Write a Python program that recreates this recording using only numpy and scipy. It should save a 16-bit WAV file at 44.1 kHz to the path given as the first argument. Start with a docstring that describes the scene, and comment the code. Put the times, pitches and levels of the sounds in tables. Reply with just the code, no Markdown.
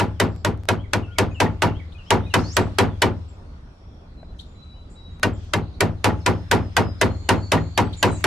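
"""Mallet on stakes in sand

A small wooden mallet taps stakes into a bed of sand, close to a microphone whose input clips softly.
Blows: noise crack, decaying sines for wood and bed, a low boom with five weaker returns, scattered noise.
Birds: swept sines whistle, narrow noise buzzes. Dry ticks and a soft knock come between.
Background: shaped noise for distant traffic and far rustle and chatter, plus two wavering hum tones.
"""
import sys
import numpy as np
from scipy import signal
from scipy.fft import rfft, irfft, next_fast_len
from scipy.io import wavfile
from scipy.ndimage import uniform_filter1d, map_coordinates

SR = 44100
rng = np.random.default_rng(int(sys.argv[2]) if len(sys.argv) > 2 else 0)


def file_out(sig):
    """Save sig as 16-bit WAV at sys.argv[1]."""
    # one column per channel
    cols = np.atleast_2d(sig).T
    # limit, then scale
    lim = np.clip(cols, -1, 1)
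    pcm = np.round(lim * 32767).astype(np.int16)
    wavfile.write(sys.argv[1], SR, pcm)


N = 364266

# Blows: t/s, crack level/dB, force level/dB, click f/Hz (set by contact spot), snap level/dB (square hit)
BLOWS = [(-.006, -9, -4.5, 2880, -15), (0.2003, -12, -2.2, 1960, 5), (0.4488, -15, -6.5, 1460, -26),
         (0.6877, -8.5, -5, 1600, -20), (0.934, -11.5, -7, 1550, -18), (1.1849, -10.5, -2.5, 1940, 10),
         (1.4026, -10, -0.3, 2640, -4), (1.6213, -12, -1, 2560, -21), (2.1055, -8.5, 1, 2880, -2),
         (2.3397, -5.5, -0.7, 1510, -3), (2.5674, -7.5, -1, 1928, 2), (2.7855, -7, 1.5, 1600, -2),
         (3.0197, -5, -.5, 1537, 1.5), (5.2316, -8, -6, 1550, -16), (5.536, -12.5, -7.5, 1540, -19),
         (5.8065, -8.5, -3, 1950, 6), (6.0434, -11, .1, 2710, -3), (6.2624, -11, -1.5, 2450, -16),
         (6.5133, -7, 1.3, 1510, -8), (6.767, -5, -0.1, 1590, -3), (7.0136, -7, -0.7, 1960, 7),
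         (7.2901, -7.5, 1, 2870, -12), (7.519, -10.5, .1, 2650, 0), (7.7767, -10.5, -1.5, 2450, -19),
         (8.0281, -7, 1.1, 2870, -12), (8.2415, -8.5, -1.5, 1600, -20)]
BOOM_DB_PER_FORCE_DB = 0.42
PITCH_PER_DB, PITCH_SD = 0.01, .05  # harder blows tend to ring the wood higher


def mallet():
    """Each blow drives crack, wood, bed, boom and scatter; a faint noise swells just before it."""
    out = np.zeros((2, N))
    t = np.arange(SR // 2) / SR
    low = boom(t)
    sideways = sway(t)
    same = scatter(t)  # shared by all blows: the surroundings answer much alike
    for s, crack_db, force_db, click_hz, snap_db in BLOWS:
        pitch = 1 + PITCH_PER_DB * force_db + rng.normal(0, PITCH_SD)
        strike = crack(t, snap_db) + click(t, click_hz) + 1.03 * wood(t, pitch)
        around = amp(-12.5) * same + amp(-15.0) * scatter(t)
        body = bed(t, click_hz) + sideways + around
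        blow = amp(crack_db) * strike + amp(force_db) * body
        blow = blow + amp(BOOM_DB_PER_FORCE_DB * force_db) * low
        add(out, s, blow, .6)
        add_lead(out, s)
    add_bounces(out)
    return out


# Crack spectrum: f/Hz, relative level/dB
CRACK = [(200, -38.5), (600, 4.5), (1500, 4.5), (3000, -0.5), (6000, -9), (10000, -17), (14000, -33)]
# Stereo spread of crack, lead and scatter: f/Hz, left-right likeness (-1 to 1)
SPREAD = [(100, 0.62), (200, 0.21), (400, 0.7), (2000, 0.61), (5000, 0.63), (12000, 0.22)]


def crack(t, snap_db):
    """Impact noise with a fast and a slow decay; its difference adds the treble of a hard, square hit."""
    decay = amp(-60 * t / 0.0084) + 0.27 * amp(-60 * t / 0.046)
    noise = paired(rng.standard_normal((2, len(t))), CRACK, SPREAD) * decay
    snap = amp(snap_db) * np.diff(noise, prepend=0)
    return 2.46 * noise + snap


def add_lead(out, s):
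    """A faint noise swells exponentially for 5 ms just before each blow."""
    lead = np.arange(-SR // 200, 0) / SR
    noise = paired(rng.standard_normal((2, len(lead))), CRACK, SPREAD)
    add(out, s + lead[0], amp(-22.5 + 60 * lead / 0.0096) * noise)


def click(t, hz):
    """Short decaying sine; the contact spot sets its pitch."""
    return 1.46 * amp(-60 * t / 0.022) * np.sin(2 * np.pi * hz * t)


# Mallet head and stake modes: f/Hz at pitch 1, mean level/dB, t60/s
WOOD = [(1576, -6, 0.065), (1694, -10.5, 0.051), (1938, -9.5, 0.089), (2512, -13, 0.07), (2922, -12, 0.073),
        (3530, -18, 0.079), (4600, -18.5, 0.051)]


def wood(t, pitch):
    """Head and stake ring as decaying sines, at new strengths each time."""
    hz, db, t60 = np.transpose(WOOD)[:, :, None]
    level_db = db + rng.normal(0, 2.3, db.shape)
    modes = amp(level_db - 60 * t / t60) * np.sin(2 * np.pi * hz * pitch * t)
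    return modes.sum(0)


# Bed and surroundings, nominal modes: f/Hz, level/dB, swell time/s, t60/s
BED = [(158.95, -19.5, 0.032, 0.34), (213, -32.5, 0.051, 0.18), (259.7, -23.5, 0.058, 0.12),
       (317.8, -30, 0.045, 0.21), (368.9, -21.5, 0.048, 0.12), (393.7, -8.5, 0.0034, 0.099),
       (435.6, -25.5, 0.051, 0.16), (489.9, -23.5, 0.035, 0.09), (572, -38.5, 0.013, 0.095),
       (636, -25.5, 0.0017, 0.15), (708, -35.5, .02, 0.056), (795, -22, 0.008, 0.17),
       (861, -24, 0.004, 0.28), (943.5, -16.5, 0.023, 0.078), (992.4, -15.5, 0.0087, 0.11),
       (1100, -32.5, 0.0071, 0.043), (1208, -29, .01, 0.047)]
# Bed gain above 600 Hz against click pitch: click f/Hz, level/dB
HOLLOW = [(1700, -2), (1900, -8.5), (2000, -13), (2450, 1.5)]
BED_DETUNE_SD = .012  # share of f


def bed(t, click_hz):
    """Modes swell, then decay; pitch and strength shift a little at each blow."""
    hz, db, swell_s, t60 = np.transpose(BED)[:, :, None]
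    envelope = amp(db - 60 * t / t60 + 60 * swell_s / t60) * (1 - np.exp(-(t / swell_s) ** 2))
    strength = amp(rng.normal(0, 2, hz.shape) + along(HOLLOW, click_hz) * (hz > 600))
    tuned_hz = hz * rng.normal(1, BED_DETUNE_SD, hz.shape)
    return (strength * envelope * np.sin(2 * np.pi * tuned_hz * t)).sum(0)


# Cross modes: f/Hz, level/dB, t60/s
SWAY = [(133, -23.5, .35), (165, -18.5, 0.28), (216, -27, .25), (300, -32, .2)]


def sway(t):
    """Cross modes push left and right in opposite directions."""
    swell = 1 - np.exp(-(t / 0.028) ** 2)
    modes = sum(amp(db - 60 * t / t60) * swell * np.sin(2 * np.pi * hz * t) for hz, db, t60 in SWAY)
    return [[1], [-1]] * modes


# Thumps inside the boom: middle t/s after the blow, f/Hz, level/dB, length/s, L-R/dB
THUMPS = [(.007, 374, -12, .012, 1), (.006, 614, -17.5, 0.024, -4.5), (.022, 222, -16.5, .014, -1),
          (.042, 185, -9, 0.011, 5), (.06, 241, -21, 0.019, 3.5), (0.091, 150, -23, 0.0089, 11.5),
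          (.1, 63.9, -29, 0.23, .5)]
BOOM_MIDDLE_S, BOOM_HZ, BOOM_DB, BOOM_LENGTH_S, BOOM_PAN_DB = 0.0329, 100.3, -18, 0.088, 2
RETURN_S, RETURN_GAP_S, RETURN_LENGTH_S = .1, .05, 0.06
RETURN_LOSS_DB, RETURN_PITCH_RATIO = 3, 0.933  # per return; pitch sinks from the second on


def boom(t):
    """Low swell through the ground, five weaker returns that sink in pitch, and short thumps."""
    swells = [(BOOM_MIDDLE_S, BOOM_HZ, BOOM_DB, BOOM_LENGTH_S, BOOM_PAN_DB)]
    for k in range(5):
        hz = BOOM_HZ * RETURN_PITCH_RATIO ** k
        db = BOOM_DB - RETURN_LOSS_DB * (k + 1)
        swells.append((RETURN_S + k * RETURN_GAP_S, hz, db, RETURN_LENGTH_S, BOOM_PAN_DB))
    out = np.zeros((2, len(t)))
    for s, hz, db, length, pan_db in swells + THUMPS:
        window = np.cos(np.pi * np.clip((t - s) / length, -.5, .5)) ** 2
        gain = amp(db + np.array([[pan_db], [-pan_db]]) / 2)
        out += gain * window * np.cos(2 * np.pi * hz * (t - s))
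    return out


# Scatter spectrum: f/Hz, relative level/dB
SCATTER = [(80, -32.5), (170, -2), (300, 3), (500, 2), (1000, -2), (2000, -11), (4000, -19.5),
           (8000, -25.5), (14000, -35.5)]
# Scatter decay: f/Hz, t60/s
DYING = [(100, 0.66), (300, 0.26), (1000, 0.24), (3000, 0.2), (8000, 0.12), (14000, 0.12)]


def scatter(t):
    """Sound thrown back from all around; each frequency dies at its own speed, the bass swells late."""
    pair = paired(rng.standard_normal((2, len(t))), SCATTER, SPREAD)
    hz, u, z = signal.stft(pair, SR, nperseg=256)
    swell = 1 - np.exp(-u * (hz[:, None] + 50) / 6)
    decay = amp(-60 * u / along(DYING, hz)[:, None])
    # random patches of gain roughen the tail
    uneven_db = 3.5 * unit(uniform_filter1d(rng.standard_normal(z.shape[1:]), size=4, axis=0))
    tail = signal.istft(z * amp(uneven_db) * swell * decay, SR, nperseg=256)[1]
    return tail[:, :len(t)] * (1 - np.exp(-t / 0.00096))


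# Head touches the stake again: t/s, level/dB
BOUNCES = [(1.461, -20), (6.101, -22), (7.577, -20)]
BOUNCE_HZ, BOUNCE_T60_S, BOUNCE_PITCH = 1870, .045, .7  # a light touch rings the wood lower


def add_bounces(out):
    """Light touches: a decaying sine and lowered wood modes with a soft onset."""
    t = np.arange(SR // 2) / SR
    for s, db in BOUNCES:
        envelope = amp(db - 60 * t / BOUNCE_T60_S) * (1 - np.exp(-t / .002))
        ring = np.sin(2 * np.pi * BOUNCE_HZ * t) + wood(t, BOUNCE_PITCH)
        add(out, s, envelope * ring)


def birds():
    """Whistles and buzzes, blurred by a short decaying-noise echo of the trees."""
    whistles, buzz = np.zeros((2, N)), np.zeros((2, N))
    add_verses(whistles)
    add_held(whistles)
    add_chirps(whistles)
    add_sweep(whistles)
    add_buzzes(buzz)
    t = np.arange(SR // 4) / SR
    trees = rng.standard_normal((2, len(t))) * amp(-60 * t / 0.32)
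    trees = trees / np.linalg.norm(trees[0])
    echo = signal.fftconvolve(whistles + 0.5 * buzz, trees, axes=1)[:, :N]
    return whistles + amp(-0.5) * echo + buzz


# Four-note verse: delay/s, length/s, first f/Hz, middle f/Hz, last f/Hz, level re verse/dB, L-R/dB
VERSE = [(0, .045, 2870, 3229, 3350, -3.5, 4), (0.051, .028, 2360, 2130, 1860, -1, -5.5),
         (.203, .03, 2590, 2470, 2530, -4.5, 10), (.238, 0.05, 3020, 2710, 2740, 3.5, 1.5)]
# Verse repeats: t/s, mean level/dB
VERSES = [(.786, -50), (1.108, -49.5), (1.43, -49), (1.744, -49), (2.061, -49)]


def add_verses(out):
    """One bird repeats a verse of curved whistles, its note levels varying."""
    for s, verse_db in VERSES:
        for delay, length, first, middle, last, db, pan_db in VERSE:
            level_db = verse_db + db + rng.normal(0, 1.5)
            whistle(out, s + delay, length, arc(first, middle, last), level_db, pan_db)


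# Long whistles: start t/s, length/s, mean f/Hz, level/dB
HELD = [(1.07, 0.11, 1424, -53.5), (4.17, 0.2, 4015, -57.5), (4.555, 0.33, 3952, -54.5),
        (4.955, 0.28, 3880, -55), (6.175, 0.27, 6220, -67), (6.2, 0.267, 5140, -58),
        (6.48, 0.36, 5100, -60), (6.82, 0.23, 5060, -55), (7.235, .055, 3000, -62), (7.42, .085, 4480, -48),
        (7.744, 0.049, 4490, -48.5), (7.845, .035, 7870, -59), (8.07, .1, 3970, -50)]
SAG_PER_S = 0.043  # share of pitch lost


def add_held(out):
    """Nearly level whistles that sag slowly in pitch."""
    for s, length, hz, db in HELD:
        whistle(out, s, length, lambda u: hz * (1 - SAG_PER_S * length * (u - .5)), db)


# Slurred chirps: start t/s, length/s, first f/Hz, last f/Hz, level/dB, L-R/dB
CHIRPS = [(.14, .05, 3600, 2900, -64, 0), (0.366, 0.023, 4200, 5200, -66, 0),
          (1.306, .093, 6500, 7600, -66, -2), (2.05, .045, 5070, 5650, -59, 3),
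          (2.23, .045, 3500, 3900, -51, -4), (2.289, .057, 3720, 4270, -55, -1),
          (2.9, .07, 3630, 3170, -59, -3), (3.285, .027, 7800, 7200, -61, 2),
          (4.741, .048, 2870, 3100, -61.5, 1), (4.894, .055, 6900, 7600, -65, 0),
          (5.334, .03, 7900, 6800, -56, 0), (5.612, 0.032, 4460, 3820, -60, 0),
          (5.74, 0.018, 3600, 4620, -54, -5), (5.97, .03, 4400, 3620, -61, 0),
          (6.215, .03, 4600, 3740, -58, 0), (6.71, .03, 3800, 6400, -62, 0),
          (6.987, .035, 4240, 3900, -53, -4), (7.868, .012, 4300, 3300, -52, 0),
          (7.876, .02, 3350, 3300, -53, 0), (7.964, .086, 7030, 7200, -43, -2),
          (7.97, .051, 8150, 6400, -52, 0), (8.115, 0.089, 8920, 6140, -47, 5)]
# Far birds, random limits; one (low, high) row each: t/s, length/s, first f/Hz, last/first f ratio,
# level/dB, L-R/dB
FAR_CHIRPS = [(0, 8.2), (.02, .07), (3200, 6800), (.8, 1.25), (-78, -69), (-6, 6)]
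BEND = .55  # share of the slur done at half time


def add_chirps(out):
    """Short whistles slurred along a curve, plus 40 faint ones of far birds at random."""
    low, high = np.transpose(FAR_CHIRPS)
    far = [(s, length, hz, hz * slur, db, pan_db)
           for s, length, hz, slur, db, pan_db in rng.uniform(low, high, size=(40, 6))]
    for s, length, first, last, db, pan_db in CHIRPS + far:
        middle = first + BEND * (last - first)
        whistle(out, s, length, arc(first, middle, last), db, pan_db)


# One loud rising call: t/s, f/Hz
SWEEP = [(2.437, 4130), (2.474, 4660), (2.516, 5620), (2.536, 7300), (2.554, 7720), (2.575, 7900)]
SWEEP_DB = -40.5


def add_sweep(out):
    """One whistle rises through a pitch contour."""
    s, hz = np.transpose(SWEEP)
    length = s[-1] - s[0]
    whistle(out, s[0], length, lambda u: np.interp(s[0] + u * length, s, hz), SWEEP_DB)


def whistle(out, start, length, shape, db, pan_db=0):
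    """One pure note that flutters and fades; shape gives Hz over the note's 0-1."""
    u = np.linspace(0, 1, round(length * SR))
    hz = shape(u) * (1 + 0.004 * wobble(30, len(u)))
    flutter_db = 1.5 * wobble(30, len(u)) - 25 * length * (u - .5)  # long notes fade
    envelope = amp(db + flutter_db) * np.sin(np.pi * u ** 0.67) ** .35
    add(out, start, envelope * np.sin(2 * np.pi * np.cumsum(hz) / SR), pan_db)


def arc(*hz):
    """Parabola through first, middle and last Hz."""
    return np.poly1d(np.polyfit([0, .5, 1], hz, 2))


# Buzzy notes: start t/s, end t/s, f/Hz, width/Hz, level/dB, L-R/dB
BUZZES = [(0.249, .43, 7470, 250, -70, 0), (.3, .44, 4770, 1500, -64, 0),
          (2.348, 2.566, 5560, 2300, -50.5, 1), (3.05, 3.413, 5280, 303, -72, -1),
          (3.44, 3.6, 4400, 400, -70, -1), (3.62, 4.062, 5460, 400, -71, -0.5),
          (3.8, 4.149, 3360, 250, -71, -1), (4.45, 4.602, 7150, 200, -71, 2),
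          (4.896, 4.964, 7700, 1500, -64, 2), (5.299, 5.533, 3350, 400, -63, 2),
          (5.359, 5.53, 4800, 3700, -60.5, -1), (5.6, 5.805, 4150, 970, -62, -2),
          (7.031, 7.801, 4220, 80, -55, 1), (7.05, 8.24, 4510, 161, -60.5, 0),
          (7.083, 7.775, 6960, 773, -60, -1), (8.062, 8.239, 7140, 1500, -51, 2)]
# Sharp calls: t/s, f/Hz, level/dB, L-R/dB
CHIPS = [(1.92, 3470, -50.5, -1), (2.388, 4600, -40, 7), (4.391, 3580, -39, 1), (7.929, 3600, -38.5, 2)]
# Parts of a sharp call (burst, higher burst, wide spray): delay/s, length/s, f ratio, width/Hz,
# level re call/dB
CHIP = [(0, 0.012, 1, 800, -0.5), (.006, .016, 1.13, 650, -6.5), (-.006, .04, 1.6, 6500, -19)]


def add_buzzes(out):
    """Buzzy notes and sharp calls: enveloped noise in Gaussian bands."""
    chips = [(s + delay, s + delay + length, hz * ratio, width, db + part_db, pan_db)
             for s, hz, db, pan_db in CHIPS for delay, length, ratio, width, part_db in CHIP]
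    for start, end, hz, width, db, pan_db in BUZZES + chips:
        u = np.linspace(0, 1, round((end - start) * SR))
        noise = rng.standard_normal((2, len(u)))
        band = filtered(noise, lambda f: np.exp(-((f - hz) / width) ** 2 * 2))
        add(out, start, amp(db) * np.sin(np.pi * u) ** 0.33 * unit(band), pan_db)


# Dry ticks: t/s, level/dB (0.5 dB trim follows), L-R/dB
TICKS = [(0.3628, -33, -0.5), (0.5766, -38, 3.0), (0.6356, -30.5, 2.0), (0.6552, -30.5, 0.5),
         (3.3333, -46, 6), (5.1978, -31, 1), (5.4494, -41, -0.5), (8.209, -30, 1.0)]


def ticks():
    """Single dry ticks: bare exponential pulses."""
    out, t = np.zeros((2, N)), np.arange(SR // 10) / SR
    for s, db, pan_db in TICKS:
        add(out, s, amp(db - 0.5 - 60 * t / 0.0027), pan_db)
    return out


# Stake touches down: t/s, f/Hz, level/dB, t60/s
SETDOWN = [(4.23, 650, -31, .022)]


def setdown():
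    """Soft knock of a stake set on the sand: three decaying partials."""
    out, t = np.zeros((2, N)), np.arange(SR // 10) / SR
    for s, hz, db, t60 in SETDOWN:
        envelope = amp(db - 60 * t / t60) * (np.exp(-t / 0.00036) - 1)
        partials = sum(gain * np.sin(2 * np.pi * ratio * hz * t)
                       for ratio, gain in [(1, 1), (2.37, 0.18), (3.0, 0.083)])
        add(out, s, envelope * partials, 3)
    return out


# Traffic spectrum: f/Hz, relative level/dB per Hz
TRAFFIC = [(12, -28.5), (20, -5), (38, -2.5), (91, -0.5), (120, -14.5), (146, -12), (181, -12.5),
           (202, -19.5), (229, -14.5), (260, -18), (455, -25), (630, -25.5), (1500, -35), (1950, -73),
           (3300, -120)]
# Stereo spread of traffic and air: f/Hz, left-right likeness (-1 to 1)
ALIKE = [(60, 1), (180, 0.96), (520, 0.58), (1530, -0.18), (4520, -0.19), (13300, 0.91)]


def traffic():
    """Distant rumble: patchy shaped noise, gently swelling."""
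    return amp(-39.5 + 0.7 * wobble(6.6, N)) * paired(patchy(1.8), TRAFFIC, ALIKE)


# Hum tones: mean f/Hz, mean level/dB
HUM = [(87, -59.5), (175, -57.5)]


def hum():
    """Sines that waver in level and pitch."""
    out = np.zeros(N)
    for hz, db in HUM:
        gain = amp(db + 1.3 * wobble(1.3, N))
        phase = 2 * np.pi * np.cumsum(hz + 1.7 * wobble(3.6, N)) / SR
        out += gain * np.sin(phase)
    return out


# Far rustle and chatter: t/s, level/dB
AIR_DB = [(0.0, -64), (0.07, -57.5), (0.53, -63.5), (1.38, -57.5), (1.98, -59), (2.51, -51), (3.29, -60),
          (3.86, -64.5), (5.96, -59.5), (6.14, -55.5), (7.77, -56), (8.26, -51)]
# Its spectrum: f/Hz, relative level/dB per Hz
AIR = [(710, -21.5), (1200, -2.5), (1550, -4), (1920, -4.5), (3100, -8.5), (3400, -7), (3920, -8),
       (5440, -14.5), (11200, -33), (13800, -45)]


def air():
    """Far rustle and chatter: patchy shaped noise on a level curve."""
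    air_db = np.interp(np.arange(N) / SR, *np.transpose(AIR_DB))
    return amp(air_db) * paired(patchy(2.4), AIR, ALIKE)


def patchy(depth_db):
    """Two white noises with shared time-frequency patches of random gain."""
    z = signal.stft(rng.standard_normal((2, N)), nperseg=512)[2]
    field = uniform_filter1d(rng.standard_normal(z.shape[1:]), size=6, axis=0)
    field = uniform_filter1d(field, size=14, axis=1)
    return signal.istft(z * amp(depth_db * unit(field)), nperseg=512)[1][:, :N]


def wobble(rate_hz, n):
    """Smooth random curve of n samples, rate_hz knots a second."""
    knots = rng.standard_normal(int(n * rate_hz / SR) + 4)
    return map_coordinates(knots, [np.arange(n) * rate_hz / SR])


def paired(noise, spectrum, alike):
    """Colour two noises and mix them to a stereo pair of given likeness, rms 1."""
    def response(hz):
        turn = np.arccos(np.clip(along(alike, hz), -1, 1)) / 2
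        return amp(along(spectrum, hz)) * [np.cos(turn), np.sin(turn)]
    mid, side = filtered(noise, response)
    return unit(np.array([mid + side, mid - side]))


def filtered(x, response):
    """x times a response of frequency."""
    n = x.shape[-1]
    m = next_fast_len(n + 4096)
    return irfft(rfft(x, m) * response(np.fft.rfftfreq(m, 1 / SR)), m)[..., :n]


def along(points, hz):
    """Interpolate (Hz, value) points on a log-frequency axis."""
    f, v = np.transpose(points)
    return np.interp(np.log(hz + 1), np.log(f + 1), v)


def add(out, s, sound, pan_db=0):
    """Lay a sound into both channels at time s; pan_db is L-R."""
    i = round(s * SR)
    start = max(i, 0)
    sound = (sound * amp([[pan_db / 2], [-pan_db / 2]]))[:, max(-i, 0):N - i]
    out[:, start:start + sound.shape[1]] += sound


def amp(db):
    """dB to gain."""
    return 10 ** (np.asarray(db) / 20)


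def unit(x):
    """Scale to rms 1."""
    return x / np.sqrt(np.mean(x ** 2) + 1e-20)


def scene():
    """Everything at the microphone."""
    return mallet() + birds() + ticks() + setdown() + traffic() + hum() + air()


TOP_HZ, EDGE_HZ = 13700, 900  # band limit, width of the slope below it


def record(dry):
    """The input clips softly, a treble lift follows; nothing is kept above the band limit."""
    clipped = dry / (1 + np.abs(dry / 0.3) ** 5) ** (1 / 5)
    lifted = clipped + 0.18 * np.diff(clipped, prepend=0)
    return filtered(lifted, lambda hz: np.clip((TOP_HZ - hz) / EDGE_HZ, 0, 1))


dry = scene()
out = record(dry)
file_out(out)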